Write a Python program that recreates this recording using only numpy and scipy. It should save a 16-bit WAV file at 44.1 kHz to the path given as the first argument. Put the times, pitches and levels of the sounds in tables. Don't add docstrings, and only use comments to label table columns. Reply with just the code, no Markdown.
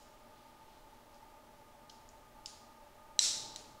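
import sys
import numpy as np
from scipy import signal
from scipy.fft import rfft, irfft
from scipy.io import wavfile

SR = 44100
rng = np.random.default_rng(int(sys.argv[2]) if len(sys.argv) > 2 else 0)


def wav_out(sig):
    wavfile.write(sys.argv[1], SR, np.round(np.clip(np.atleast_2d(sig).T, -1, 1) * 32767).astype(np.int16))


N = 167580

# start_s, level_db, ring_share (of the free ring), room_db, room_tilt_db_per_octave, scratch_db
SNAPS = [(3.1918, -11.5, 1.0, -5, 1, -40), (3.5610, -28.5, 0.5, -39, 9, -41.5)]
# delay_s, level_db
SNAP_CONTACTS = [(-.0005, -8.5), (0, -1.5), (.001, -8.5)]
# pitch_hz, level_db, t60_s
FASTENER_MODES = [(1100, -53, 0.0089), (1640, -17.5, 0.004), (2220, -47, 0.025), (2906, -12.5, 0.008),
                  (4030, 0, 0.0078), (5130, -6.5, 0.0052), (5800, -3, 0.0083), (7500, -2, 0.01),
                  (8230, -14, 0.0044)]
# freq_hz, relative_level_db
SNAP_ROOM_COLOUR = [(100, -33), (300, -16), (900, -21), (1400, -14), (2200, -12.5), (3000, -10.5),
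                    (3500, -3.5), (4050, 3), (4600, -3.5), (5600, 4), (6600, -1.5), (7600, 2), (8700, -8.5),
                    (10000, -13.5), (12000, -26.5), (15000, -36)]
# catch_s, peak_db, tone_centre_hz, tone_half_width_octaves, slide_s (before the catch), room_db, scratch_db
TOUCHES = [(0.002, -55.5, 6450, 0.69, .002, -43.5, -75), (0.349, -60, 5000, .5, .001, -62, -78),
           (1.145, -54, 5400, .35, 0.0024, -53, -72), (1.8999, -40, 4070, 0.58, .004, -42, -54),
           (2.0902, -46, 7140, .25, 0.00093, -47, -76), (2.46, -29.5, 6300, 1, 0.0013, -31, -52)]
# pitch_hz, level_db, t60_s
LOOSE_MODES = [(2230, -28, .005), (3150, -3.5, 0.0075), (4020, -3, 0.006), (5120, -2, 0.009),
               (5900, -8, 0.011), (6760, -6, 0.0079), (7980, -12, 0.0074)]
# freq_hz, relative_level_db
TICK_ROOM_COLOUR = [(1000, 3), (3000, 4), (4300, 6), (5100, 9), (6000, 5), (6900, 10), (8000, 0),
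                    (10000, -1), (15000, -40)]
# middle_s, length_s, level_db
WEBBING_RUBS = [(.03, 0.24, -77), (.43, 0.24, -74), (.74, 0.12, -72.5), (.95, .15, -78),
                (1.163, 0.082, -77)]
# freq_hz, relative_db_per_hz
WEBBING_SPECTRUM = [(1500, -28), (3000, 1.5), (4800, -2), (7000, -11), (10000, -30), (16000, -20)]
# pitch_hz, width_hz, rms_db
FAN_RESONANCES = [(27.6, 3.4, -76), (121, 7.8, -81), (236, 8.3, -74.5), (582, 13.3, -71.5), (614, 3.8, -73),
                  (838.7, 14, -69.5), (886.4, 22, -65), (1202, 14, -75.5), (1228.2, 8.9, -71.5)]
# freq_hz, relative_db_per_hz
AIR_SPECTRUM = [(20, 4.5), (50, -3.5), (100, -3.5), (180, -9), (300, -4), (500, -7.5), (750, -6),
                (1000, -8.5), (1400, -12), (2500, -17), (5000, -21.5), (9000, -25.5), (15500, -26.5)]
# time_s, gain_db
HUM_GAIN = [(0, -0.5), (2.3, 0), (3.15, 0), (3.42, 6.5), (3.62, 3.5), (3.8, 1)]
# delay_s, level_db
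EARLY_ECHOES = [(.0043, -14), (.0086, -17), (0.0101, -25.5)]
# freq_hz, t60_s
ROOM_DECAY = [(300, 0.66), (2000, 0.69), (4000, 0.79), (7000, 0.57), (10000, 0.53), (15000, 0.8)]

SLIDE_DB, SLIDE_CONTACTS = -4, 3
SCRATCH_DECAY_S, SCRATCH_LOW_HZ, SCRATCH_TOP_HZ, SCRATCH_ROOM_DB = .002, 2000, 9000, 7.5
AIR_RMS_DB, MOTOR_HZ, MOTOR_RMS_DB = -61.5, 29.05, -73.5
HUM_LOW_HZ, HUM_TOP_HZ = 50, 1400
BUILD_S, SNAP_EARLY_DB, TICK_EARLY_DB = 0.051, -11, -1
CUTOFF_HZ = 15650


def snap():
    direct, tails = np.zeros((2, N))
    for start_s, level_db, ring_share, room_db, tilt_db, scratch_db in SNAPS:
        for delay_s, contact_db in SNAP_CONTACTS:
            contact = from_db(level_db + contact_db) * strike(FASTENER_MODES, ring_share)
            add(direct, start_s + delay_s, contact)
        tail = reverberation(SNAP_ROOM_COLOUR, SNAP_EARLY_DB, tilt_db)
        add(tails, start_s, from_db(room_db) * tail)
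        add(tails, start_s, from_db(scratch_db) * scratch())
    return with_echoes(direct) + tails


def strike(modes, ring_share=1):
    t = np.arange(SR // 20) / SR
    out = np.zeros(len(t))
    for k, (hz, level_db, t60_s) in enumerate(modes):
        envelope = from_db(level_db - 60 * t / (t60_s * ring_share))
        out += (-1) ** k * envelope * np.sin(2 * np.pi * hz * t)
    return out


def ticks():
    out, friction = np.zeros(N), scratch()
    for catch_s, peak_db, centre_hz, octaves, slide_s, room_db, scratch_db in TOUCHES:
        add(out, catch_s - slide_s / 2, from_db(scratch_db) * friction)
        touch = np.zeros(N)
        add(touch, catch_s, strike(LOOSE_MODES))
        for k in range(SLIDE_CONTACTS):
            lead_s = slide_s * (k + rng.uniform(.5, 1)) / SLIDE_CONTACTS
            add(touch, catch_s - lead_s, from_db(SLIDE_DB) * strike(LOOSE_MODES))
        edges_hz = [centre_hz / 2 ** octaves, centre_hz * 2 ** octaves]
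        tone = signal.butter(2, edges_hz, "band", fs=SR, output="sos")
        touch = signal.sosfilt(tone, touch + 1e-18)
        out += with_echoes(from_db(peak_db) * touch / np.abs(touch).max())
        tail = signal.sosfilt(tone, reverberation(TICK_ROOM_COLOUR, TICK_EARLY_DB))
        add(out, catch_s, from_db(room_db) * tail)
    return out


def scratch():
    t = np.arange(SR) / SR
    burst = rng.standard_normal(SR) * np.exp(-t / SCRATCH_DECAY_S)
    burst = signal.sosfilt(signal.butter(2, SCRATCH_TOP_HZ, fs=SR, output="sos"), burst)
    tail = from_db(SCRATCH_ROOM_DB) * reverberation(TICK_ROOM_COLOUR, TICK_EARLY_DB)
    high_pass = signal.butter(2, SCRATCH_LOW_HZ, "high", fs=SR, output="sos")
    return signal.sosfilt(high_pass, burst + tail)


def webbing():
    t = np.arange(N) / SR
    swell = np.zeros(N)
    for middle_s, length_s, level_db in WEBBING_RUBS:
        swell += from_db(level_db) * np.exp(-2 * ((t - middle_s) / length_s) ** 2)
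    return swell * rms_one(coloured(rng.standard_normal(N), WEBBING_SPECTRUM))


def fan():
    t = np.arange(N) / SR
    freq_hz = np.fft.rfftfreq(N, 1 / SR)
    air = from_db(AIR_RMS_DB) * rms_one(coloured(rng.standard_normal(N), AIR_SPECTRUM))
    for hz, width_hz, rms_db in FAN_RESONANCES:
        response = 1 / (1 + ((freq_hz - hz) / width_hz) ** 2)
        resonance = irfft(rfft(rng.standard_normal(N)) * response, N)
        air += from_db(rms_db) * rms_one(resonance)
    hum_band = signal.butter(2, [HUM_LOW_HZ, HUM_TOP_HZ], "band", fs=SR, output="sos")
    hum = signal.sosfiltfilt(hum_band, air)
    hum_gain = from_db(np.interp(t, *np.transpose(HUM_GAIN)))
    motor = from_db(MOTOR_RMS_DB) * np.sqrt(2) * np.sin(2 * np.pi * MOTOR_HZ * t)
    return air + motor + hum * (hum_gain - 1)


def with_echoes(x):
    out = x.copy()
    for delay_s, level_db in EARLY_ECHOES:
        add(out, delay_s, from_db(level_db) * x)
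    return out


def reverberation(colour, early_db, tilt_db=0):
    t = np.arange(SR) / SR
    freq_hz = np.fft.rfftfreq(SR, 1 / SR)
    pivot_hz = FASTENER_MODES[4][0]
    tilted = [(hz, db + tilt_db * np.log2(hz / pivot_hz)) for hz, db in colour]
    noise = rfft(rms_one(coloured(rng.standard_normal(SR), tilted)))
    centres_hz = np.geomspace(200, 16000, 14)
    tail = np.zeros(SR)
    for hz, pick in zip(centres_hz, np.eye(len(centres_hz))):
        band = irfft(noise * np.interp(freq_hz, centres_hz, pick), SR)
        tail += band * from_db(-60 * t / at_hz(ROOM_DECAY, hz))
    build_up = from_db(early_db * np.maximum(1 - t / BUILD_S, 0))
    fade_in = np.clip(t / EARLY_ECHOES[1][0], 0, 1)
    return tail * build_up * fade_in / 10


def from_db(db):
    return 10 ** (np.asarray(db) / 20)


def rms_one(x):
    return x / np.sqrt(np.mean(x ** 2) + 1e-20)


def at_hz(points, hz):
    table_hz, values = np.transpose(points)
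    return np.interp(np.log(np.maximum(hz, 1)), np.log(table_hz), values)


def coloured(x, spectrum):
    gain = from_db(at_hz(spectrum, np.fft.rfftfreq(len(x), 1 / SR)))
    return irfft(rfft(x) * gain, len(x))


def add(out, start_s, x):
    i = max(int(start_s * SR), 0)
    out[i:i + len(x)] += x[:max(len(out) - i, 0)]


def scene():
    return (snap() + ticks() + webbing() + fan())[None]


def record(dry):
    low_pass = signal.ellip(10, .1, 70, CUTOFF_HZ, fs=SR, output="sos")
    return signal.sosfilt(low_pass, dry)


dry = scene()
out = record(dry)
wav_out(out)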